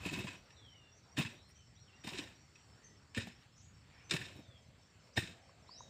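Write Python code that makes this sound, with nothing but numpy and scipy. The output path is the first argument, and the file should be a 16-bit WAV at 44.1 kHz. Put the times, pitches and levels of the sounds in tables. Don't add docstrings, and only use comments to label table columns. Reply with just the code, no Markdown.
import sys
import numpy as np
from scipy import signal
from scipy.fft import rfft, irfft, next_fast_len
from scipy.io import wavfile
from scipy.ndimage import uniform_filter1d, map_coordinates

SR = 44100
rng = np.random.default_rng(int(sys.argv[2]) if len(sys.argv) > 2 else 0)


def magnitude_from_level(level_db):
    exponent = np.asarray(level_db, float) / 20
    return 10 ** exponent


def int16_out(signal):
    q = np.round(np.clip(np.atleast_2d(signal).T, -1, 1) * 32767)
    wavfile.write(sys.argv[1], SR, q.astype(np.int16))


N = 259749
T = np.arange(N) / SR

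# (frequency [Hz], density [dB per Hz])
SPRAY = [(6000, -19), (9000, 19), (12000, -6), (14500, 10), (16000, 7)]
GRIT_DB, FIRM_DB = -4, -50
REST = 10 ** ((FIRM_DB + GRIT_DB) / 20)
LOW_MODES, UPPER_MODES, SOIL, DUST, CRUST, LOWEST_MODE, EDGE_MODE = range(7)


def unit(x):
    return x / np.sqrt(np.mean(x ** 2) + 1e-20)


def along(points, hz):
    f, v = np.transpose(points)
    return np.interp(np.log(hz + 1), np.log(f + 1), v)


def wobble(rate):
    coarse = T[::16]
    knots = rng.standard_normal(int(N * rate / SR) + 4)
    return np.interp(T, coarse, map_coordinates(knots, [coarse * rate]))


def filtered(x, response):
    m = next_fast_len(N + SR // 2)
    return irfft(rfft(x, m) * response(np.fft.rfftfreq(m, 1 / SR)), m)[:N]


def coloured(x, spectrum):
    return filtered(x, lambda hz: magnitude_from_level(along(spectrum, hz)))


def rush(spectrum, patchy_db):
    z = signal.stft(rng.standard_normal(N + 512), nperseg=512)[2]
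    patches = uniform_filter1d(rng.standard_normal(z.shape), 6, 0)
    patches = unit(uniform_filter1d(patches, 14, 1))
    noise = signal.istft(z * magnitude_from_level(patchy_db * patches), nperseg=512)[1][:N]
    return unit(coloured(noise, spectrum))


def grit(per_second, spread_db):
    hit = rng.random(N) < per_second / SR
    size = magnitude_from_level(spread_db * np.minimum(rng.exponential(size=N), 3))
    return unit(hit * rng.standard_normal(N) * size)


def add(track, s, sound):
    place = track[round(s * SR):][:len(sound)]
    place += sound[:len(place)]


def air():
    # (time [s], level [dB])
    swell = [(0.0, -56.5), (0.75, -66.5), (1.28, -65), (1.82, -67), (2.18, -61.5), (2.36, -65), (4.02, -66),
             (4.26, -63), (4.67, -66.5), (5.89, -64.5)]
    # (frequency [Hz], density [dB per Hz])
    rumble_band = [(25, -16), (45, -0.5), (75, 8.5), (110, 7.5), (180, -2.5), (300, -11), (500, -44.5)]
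    field_band = [(150, -5), (400, -0.5), (1000, -4.5), (2000, -6), (4000, -11), (6200, -17.5), (8500, -36),
                  (9500, -48), (11000, -72)]
    cicada_band = [(4100, -9), (4500, 6.5), (5000, -8), (6300, -12.5), (7200, 3.5), (8100, -1.5),
                   (9000, -17.5), (10000, -51)]
    hiss_band = [(6000, -39), (9000, 1.5), (12000, 2), (15000, 9), (16000, -3)]
    swell_db = np.interp(T, *np.transpose(swell))
    field_db = -69 + 0.96 * (swell_db - swell_db.mean())
    cicada_db = -76.5 + 1.2 * wobble(1.5) + 0.33 * wobble(13)
    rumble = magnitude_from_level(swell_db + 2.5 + 1.2 * wobble(9)) * rush(rumble_band, patchy_db=1.5)
    field = magnitude_from_level(field_db) * rush(field_band, patchy_db=2.26)
    cicadas = magnitude_from_level(cicada_db) * rush(cicada_band, patchy_db=1.8)
    return rumble + field + cicadas + magnitude_from_level(-100.5) * rush(hiss_band, patchy_db=1.5)


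def spans(grows, column=None):
    # (time [s], pressure [dB])
    strokes = [
        [(0, -57.5), (.035, -49.5), (.062, -38.5), (.105, -47.5), (.14, -39), (.235, -48.5), (.272, -45),
         (.36, -57.5), (.46, -97)],
        [(1.16, -76), (1.17, -44.5), (1.19, -33), (1.232, -44), (1.252, -51.5), (1.27, -51.5), (1.35, -64),
         (1.43, -80)],
        [(2.034, -79), (2.043, -49.5), (2.064, -55), (2.078, -41.5), (2.112, -52.5), (2.17, -49.5),
         (2.194, -47), (2.3, -63.5), (2.42, -85)],
        [(3.141, -69), (3.149, -67), (3.18, -33.5), (3.2, -45), (3.26, -56.5), (3.282, -54.5), (3.32, -67.5),
         (3.42, -79)],
        [(4.091, -70), (4.098, -58), (4.109, -58), (4.113, -40), (4.17, -40.5), (4.186, -51), (4.212, -47.5),
         (4.338, -64), (4.45, -72)],
        [(5.158, -66), (5.168, -45), (5.18, -39), (5.2, -45), (5.225, -50.5), (5.28, -56.5), (5.36, -69.5),
         (5.42, -69)],
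    ]
    # (low modes [dB], upper modes [dB], crumbling soil [dB], fine dust [dB],
    # dry crust [dB], lowest mode [dB], edge mode [dB])
    grounds = [
        (-9, -1, 3, -26, -1.5, 1, -6),
        (-11, 1.5, 3.5, -20, -1, 0, -3),
        (-2, 4.5, 3, -16.5, 0, 4, 11),
        (0.5, 1.5, -1.5, -26, 1, -0.5, 0),
        (-2, 3, 5.5, -19, 0, 0, -3),
        (0.5, 8.5, 3, -13, 1.5, -6, 0),
    ]
    gain = np.zeros(N)
    for rows, ground in zip(strokes, grounds):
        s, db = np.transpose(rows)
        fade = np.clip((s[-1] - T) / .05, 0, 1) * (T >= s[0])
        shift_db = 0 if column is None else ground[column]
        swing_db = grows * (np.interp(T, s, db) - FIRM_DB)
        gain += fade * magnitude_from_level(FIRM_DB + GRIT_DB + swing_db + shift_db)
    return gain


def steel(x, band):
    def response(f):
        total = 0
        for k, (centre, width, db) in enumerate(np.maximum(band, [0, 95, -99])):
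            total = total + (-1) ** k * magnitude_from_level(db) * 1j * f * width / (centre ** 2 - f ** 2 + 1j * f * width)
        return total
    return filtered(x, response)


def blade():
    # (time [s], peak [dB],
    # share of low modes [dB], share of upper modes [dB])
    stones = [(0.0334, -52, -7, -16), (0.052, -39, -11, -26), (0.087, -33, -30, -41), (0.133, -49, -9, -15),
              (0.16, -48, -9, -23), (0.196, -57, -8, -8), (0.25, -63, -7, -13), (0.2701, -35, -6, -33),
              (0.286, -52, -4, -11), (0.305, -52, -3, 2), (0.331, -52, -3, -1), (0.353, -57, -3, 2),
              (0.504, -61.5, 6, 8), (1.1707, -44, 13.5, -20), (1.1861, -35, -6, -20), (1.249, -33, -7, -31),
              (1.292, -53, 4, -7), (1.314, -68, -2, -3), (2.038, -52, -11, -13), (2.0703, -46, 2, -13),
              (2.133, -47, -15.5, -16), (2.154, -46, -14, -4), (2.185, -59, 1, 18), (2.231, -67, 2, -5),
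              (2.272, -68, -2, 0), (2.556, -49.5, -8, -10), (3.1475, -41, 0, 1), (3.1608, -45, -13, -1),
              (3.174, -40, 8, -14), (3.215, -59, 0, -9), (3.27, -62, 11, -4), (3.295, -64, 0, -3),
              (4.096, -53.5, -8, 14.5), (4.1092, -31.5, 2.5, 12), (4.1365, -38, -3, 8),
              (4.1639, -36.5, 1, -6), (4.19, -52, 1, -2), (4.214, -46, 12.5, -14), (4.226, -69, 6, -17),
              (4.251, -64, 0, -14), (4.276, -61, -3, -3), (4.322, -67, -4, -6), (5.1673, -49, 9, -12),
              (5.174, -37, 13.5, -19), (5.1773, -54, -2, -8), (5.191, -52, -7, 16), (5.235, -56, 0, -7),
              (5.274, -58, 0, 6)]
    # (frequency [Hz], width [Hz], level [dB])
    modes = [(1005, 55, -5), (1595, 134, -7.5), (1820, 115, -1), (2502, 160, -0.5), (2610, 99, 6),
             (2930, 120, -11), (3654, 87, -4), (3853, 120, -7), (4054, 100, -10), (5110, 140, -12),
             (5540, 71, -11.5), (7100, 1200, -22), (8460, 62, -16)]
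    # (frequency [Hz], density [dB per Hz])
    scrape = [(350, -34), (800, -29.5), (1400, -11), (2500, -4.5), (4000, -11), (6000, -21), (7500, -13),
              (9500, -33.5), (12000, -100)]
    # (frequency [Hz], level [dB])
    contact = [(8500, 0), (11000, -8), (16000, -14)]

    def lumps():
        return magnitude_from_level(-6 + 3 * wobble(60) + 2 * wobble(200))

    low = spans(0.72, LOW_MODES) * lumps()
    mid = spans(0.91) * lumps()
    high = spans(0.99, UPPER_MODES) * lumps()
    grains = grit(8000, spread_db=-2.0) + magnitude_from_level(-14.5) * grit(400, spread_db=1.5)
    blows, sparks = coloured(grains, contact), np.zeros(N)
    t = T[:SR // 8]
    for s, db, low_db, high_db in stones:
        burst = magnitude_from_level(db - 8 - 60 * t / 0.049)
        add(low, s, burst * magnitude_from_level(low_db))
        add(mid, s, burst)
        add(high, s, burst * magnitude_from_level(high_db))
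        add(sparks, s, burst * magnitude_from_level(high_db))
        add(blows, s + .0006, np.array([9.]))
    ring = magnitude_from_level(19) * steel(blows * low, modes[1:3])
    ring += magnitude_from_level(15.5) * steel(blows * mid * spans(0, LOWEST_MODE) / REST, modes[:1])
    ring += magnitude_from_level(15.5) * steel(blows * mid, modes[3:5])
    ring += magnitude_from_level(14) * steel(blows * mid * spans(0, EDGE_MODE) / REST, modes[5:6])
    ring += magnitude_from_level(18.5) * steel(blows * high, modes[6:])
    rasp_gain = np.sqrt(mid * high) + magnitude_from_level(-12.5) * spans(0.53)
    rasp = unit(coloured(grit(12000, spread_db=-0.5), scrape)) * rasp_gain
    dust = rush(SPRAY, patchy_db=5) * (spans(1.35, DUST) + magnitude_from_level(-29) * sparks)
    return coloured(ring, contact) + rasp + dust


def soil():
    # (time [s], peak [dB], pitch [Hz], ring [times the usual])
    thuds = [(0.059, -28.5, 302, 0.76), (0.128, -39, 240, 0.97), (0.188, -36, 244, 0.84),
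             (0.242, -35, 238, 1.03), (0.281, -42, 302, 0.96), (1.187, -28.5, 165, 1.55),
             (1.179, -30, 262, 1.55), (1.247, -34.5, 140, 0.97), (2.044, -45, 350, 1.1),
             (2.07, -37, 230, 0.95), (2.142, -44.5, 383, 1.14), (2.188, -32.5, 306, 0.83),
             (3.168, -32, 248, 1.34), (3.178, -27.5, 110, 0.94), (3.269, -36.5, 199, 0.67),
             (4.112, -40.5, 367, 1.3), (4.138, -32, 145, 1.2), (4.202, -40, 142, 1.1),
             (4.389, -52.5, 304, 0.99), (4.484, -49, 109, 1.3), (4.683, -47, 133, 1.1),
             (5.174, -26, 124, 1.16), (5.178, -33, 354, 1.18), (5.227, -40, 173, 1.05)]
    # (frequency [Hz], density [dB per Hz])
    clod_band = [(40, -49), (90, 1), (160, 1), (280, -1), (400, -4), (520, -36.5)]
    crust_band = [(300, -27), (450, 5), (700, 3), (1100, -4), (1400, -15), (1800, -32)]
    out, crumbs, t = np.zeros(N), spans(0.63, SOIL), T[:SR // 4]
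    for s, db, hz, rings in thuds:
        t60 = rings * 0.043 * (200 / hz) ** 0.2
        crumble = magnitude_from_level(db - 7.5 - 60 * t / 0.051)
        add(crumbs, s, crumble * (1 - np.exp(-t / 0.00099)) ** 2)
        sag = 1 - 0.15 * (1 - np.exp(-t / 0.029))
        turn = 2 * np.pi * hz * np.cumsum(sag) / SR
        push = np.sin(turn) + 0.41 * np.sin(0.61 * turn + rng.uniform(0, 7.6))
        add(out, s, magnitude_from_level(db + 10 - 60 * t / t60) * (1 - np.exp(-t / 0.0034)) ** 2 * push)
    lumps = magnitude_from_level(-6 + 3.5 * wobble(55))
    crust = magnitude_from_level(-8) / REST * spans(0, CRUST) * rush(crust_band, patchy_db=2)
    heard = filtered(out, lambda f: (1j * f / (1j * f + 60)) ** 2)
    return heard + crumbs * lumps * (rush(clod_band, patchy_db=2) + crust)


def crickets():
    # (first phrase [s], last phrase [s], period [s], pitch [Hz], chirps a phrase [count],
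    # chirps apart [s], first chirp lasts [s], later chirps last [s])
    runs = [
        (.328, 1.128, .2, 5680, 2, .054, .032, .058),
        (1.322, 1.52, .198, 5720, 2, .049, .036, .05),
        (1.765, 2.561, .199, 5715, 2, .054, .036, .05),
        (.46, 4.335, .1937, 5550, 2, .049, .036, .04),
        (4.856, 5.83, .195, 5540, 2, .048, .036, .04),
        (1.43, 5.85, .2105, 5320, 3, .036, .042, .042),
        (4.435, 5.606, .195, 6110, 2, .05, .038, .038),
    ]
    levels = [-69.5, -69.5, -68, -74, -75, -75.5, -79]
    out, shake = np.zeros(N), .7 * wobble(250)
    for (first, last, period, hz, chirps, apart, *lasts), db in zip(runs, levels):
        for start in np.linspace(first, last, round((last - first) / period) + 1):
            for k in range(chirps):
                s, length = start + apart * k, lasts[k > 0]
                t = T[:round(length * SR)] - length / 2
                size, detune, late = rng.standard_normal(3)
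                strokes = 1 + .4 * np.cos(2 * np.pi * 110 * t + late)
                jitter = np.resize(shake[round(s * SR):], len(t))
                tone = np.sin(2 * np.pi * hz * (1 + 0.005 * detune - 0.15 * t) * t + jitter)
                swell = magnitude_from_level(db + 2.5 + 1.8 * size) * np.cos(np.pi * t / length)
                add(out, s - length / 2 + 0.001 * late, swell * strokes * tone)
    return out


def ticks():
    # (time [s], peak [dB], pitch [Hz])
    crumbs = [
        (0.34, -54, 800),
        (5.174, -39, 620),
        (3.174, -48, 1330),
        (4.3, -52.5, 450),
        (2.075, -43, 890),
    ]
    out, t = np.zeros(N), T[:SR // 10]
    for s, db, hz in crumbs:
        sos = signal.butter(3, [hz / 1.45, hz * 1.45], "band", fs=SR, output="sos")
        puff = unit(signal.sosfilt(sos, rng.standard_normal(len(t))))
        add(out, s, magnitude_from_level(db - 60 * t / 0.052) * (1 - np.exp(-t / 0.00067)) ** 2 * puff)
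    return out


def leaves():
    # (middle [s], length [s], body [dB], hiss [dB])
    rustles = [
        (0.52, 0.06, -76, -92),
        (1.501, 0.033, -71, -76),
        (2.587, 0.065, -73, -101),
        (2.69, 0.054, -87, -89),
        (2.8, 0.17, -78, -90),
        (3.429, 0.09, -69, -86),
        (3.952, 0.29, -70.5, -92),
        (5.067, 0.076, -77, -87),
    ]
    # (frequency [Hz], density [dB per Hz])
    leaf_band = [(300, -37), (700, -3), (2200, 5.5), (5000, -6), (8500, -18), (10000, -38)]
    body = unit(coloured(grit(3000, spread_db=.8), leaf_band))
    hiss = rush(SPRAY, patchy_db=.6)
    out = np.zeros(N)
    for s, length, db, hiss_db in rustles:
        out += np.exp(-(2 * (T - s) / length) ** 2) * (magnitude_from_level(db) * body + magnitude_from_level(hiss_db) * hiss)
    return out


def calls(notes, waver, waver_rate, flutter_db, settle, peak_at, fade_db):
    out = np.zeros(N)
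    pitch = 1 + waver * wobble(waver_rate)
    size = magnitude_from_level(5.5 + flutter_db * wobble(waver_rate))
    for s, length, first_hz, last_hz, db in notes:
        bend = pitch[round(s * SR):][:round(length * SR)]
        u = T[:len(bend)] / length
        hz = first_hz + (last_hz - first_hz) * np.expm1(-settle * u) / np.expm1(-settle)
        away = np.maximum((peak_at - u) / peak_at, (u - peak_at) / (1 - peak_at))
        edge = np.clip(np.minimum(u, 1 - u) * length / .015, 0, 1)
        add(out, s, edge * magnitude_from_level(db - fade_db * away) * np.sin(2 * np.pi * np.cumsum(hz * bend) / SR))
    return out * size


def birds():
    # (start [s], length [s], first pitch [Hz], last pitch [Hz], peak [dB])
    sinking = [
        (.553, .38, 3800, 2700, -66),
        (.52, .1, 3950, 3750, -73),
        (.55, .12, 4300, 3750, -74),
    ]
    falls = [
        (1.545, .125, 3350, 3020, -74),
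        (1.868, .05, 4050, 2600, -70),
        (5.725, .2, 4100, 3720, -65),
        (1.35, .15, 3150, 4200, -71),
        (1.752, .08, 2900, 4300, -70),
    ]
    slides = [
        (.74, .22, 3650, 3430, -77.5),
        (4.31, .29, 4050, 3180, -70),
        (3.595, .125, 6740, 6780, -71),
        (3.615, .045, 7750, 7550, -71),
        (1.895, .085, 2600, 2880, -72),
    ]
    husky = [
        (.7, 0.088, 2000, 2140, -71.5),
        (1.9, 0.12, 1984, 1940, -73),
        (2.74, 0.23, 1820, 1930, -73),
        (3.86, 0.18, 1850, 1860, -73),
        (3.9, 0.16, 2350, 2386, -71),
        (5.11, 0.062, 3970, 6600, -68),
    ]
    chips = [
        (.935, 0.063, 6080, 6060, -70.5),
        (.958, 0.042, 6550, 6450, -71),
        (1.545, 0.077, 6100, 6230, -72),
        (2.828, 0.068, 6490, 6060, -63),
        (2.83, 0.029, 5900, 5750, -65),
        (3.555, 0.09, 5900, 6300, -69),
        (3.553, 0.074, 6800, 6500, -72),
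        (4.03, 0.083, 5900, 6450, -69.5),
    ]
    dove = [
        (4.32, 0.43, 625.6, 605, -74.5),
        (5.02, 0.13, 605, 620, -72.5),
        (5.2, 0.52, 658, 641, -70.5),
        (5.7, 0.2, 654, 676, -69),
    ]
    out = calls(sinking, waver=.018, waver_rate=220, flutter_db=2.2, settle=2.1, peak_at=.1, fade_db=11)
    out += calls(falls, waver=.017, waver_rate=200, flutter_db=2, settle=3.5, peak_at=.16, fade_db=8)
    out += calls(slides, waver=.012, waver_rate=200, flutter_db=2, settle=.1, peak_at=.6, fade_db=6)
    out += calls(husky, waver=.055, waver_rate=200, flutter_db=2.5, settle=.6, peak_at=.6, fade_db=9)
    out += calls(chips, waver=.025, waver_rate=220, flutter_db=3.5, settle=.8, peak_at=.3, fade_db=10)
    out += calls(dove, waver=.14, waver_rate=130, flutter_db=2.5, settle=.6, peak_at=.4, fade_db=6)
    return out


def knocks():
    # (time [s], peak [dB], pitch [Hz])
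    taps = [
        (5.493, -51.5, 1090),
        (5.692, -44, 1010),
        (5.806, -39.5, 980),
    ]
    out, t = np.zeros(N), T[:SR // 10]
    for s, db, hz in taps:
        ring = np.sin(2 * np.pi * hz * t) + 0.21 * np.sin(2 * np.pi * 0.49 * hz * t)
        add(out, s, magnitude_from_level(db + 4.5 - 60 * t / 0.017) * (1 - np.exp(-t / 0.0014)) * ring)
    return out


def rising_whistle():
    # (time [s], pitch [Hz], level [dB])
    climb = [(5.66, 3200, -85), (5.68, 3850, -68), (5.697, 4550, -58), (5.73, 5050, -59),
             (5.775, 5650, -60), (5.795, 6300, -57), (5.815, 6700, -62), (5.826, 7200, -72),
             (5.84, 7500, -88)]
    s, hz, db = np.transpose(climb)
    pitch = np.interp(T, s, hz) * (1 + .008 * wobble(150))
    level_db = np.interp(T, s, db + 4, -140, -140) + 1.5 * wobble(150)
    return magnitude_from_level(level_db) * np.sin(2 * np.pi * np.cumsum(pitch) / SR)


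def trees(x):
    # (frequency [Hz], t60 [s])
    decay = [(300, 0.3), (3000, 0.28), (5500, 0.31), (9000, 0.25)]
    hz, t, z = signal.stft(rng.standard_normal(SR // 2), SR, nperseg=256)
    tail = signal.istft(z * magnitude_from_level(-60 * t / along(decay, hz)[:, None]), SR, nperseg=256)[1]
    return signal.fftconvolve(x, tail / np.linalg.norm(tail))[:N]


def scene():
    hoe = blade() + soil()
    insects, taps = crickets(), knocks()
    song = birds() + rising_whistle()
    echoes = trees(magnitude_from_level(-11.5) * hoe + magnitude_from_level(-4) * song + magnitude_from_level(-8.5) * insects + magnitude_from_level(-25) * taps)
    near = hoe + leaves() + ticks()
    return (near + magnitude_from_level(-4) * song + insects + taps + echoes + air())[None]


def low_pass(x):
    return signal.sosfilt(signal.butter(12, 15990, fs=SR, output="sos"), x)


def record(dry):
    def mic(hz):
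        return (1j * hz / (1j * hz + 42)) ** 3 * (hz < 15520)
    return low_pass(filtered(dry[0], mic)[None])


dry = scene()
out = record(dry)
int16_out(out)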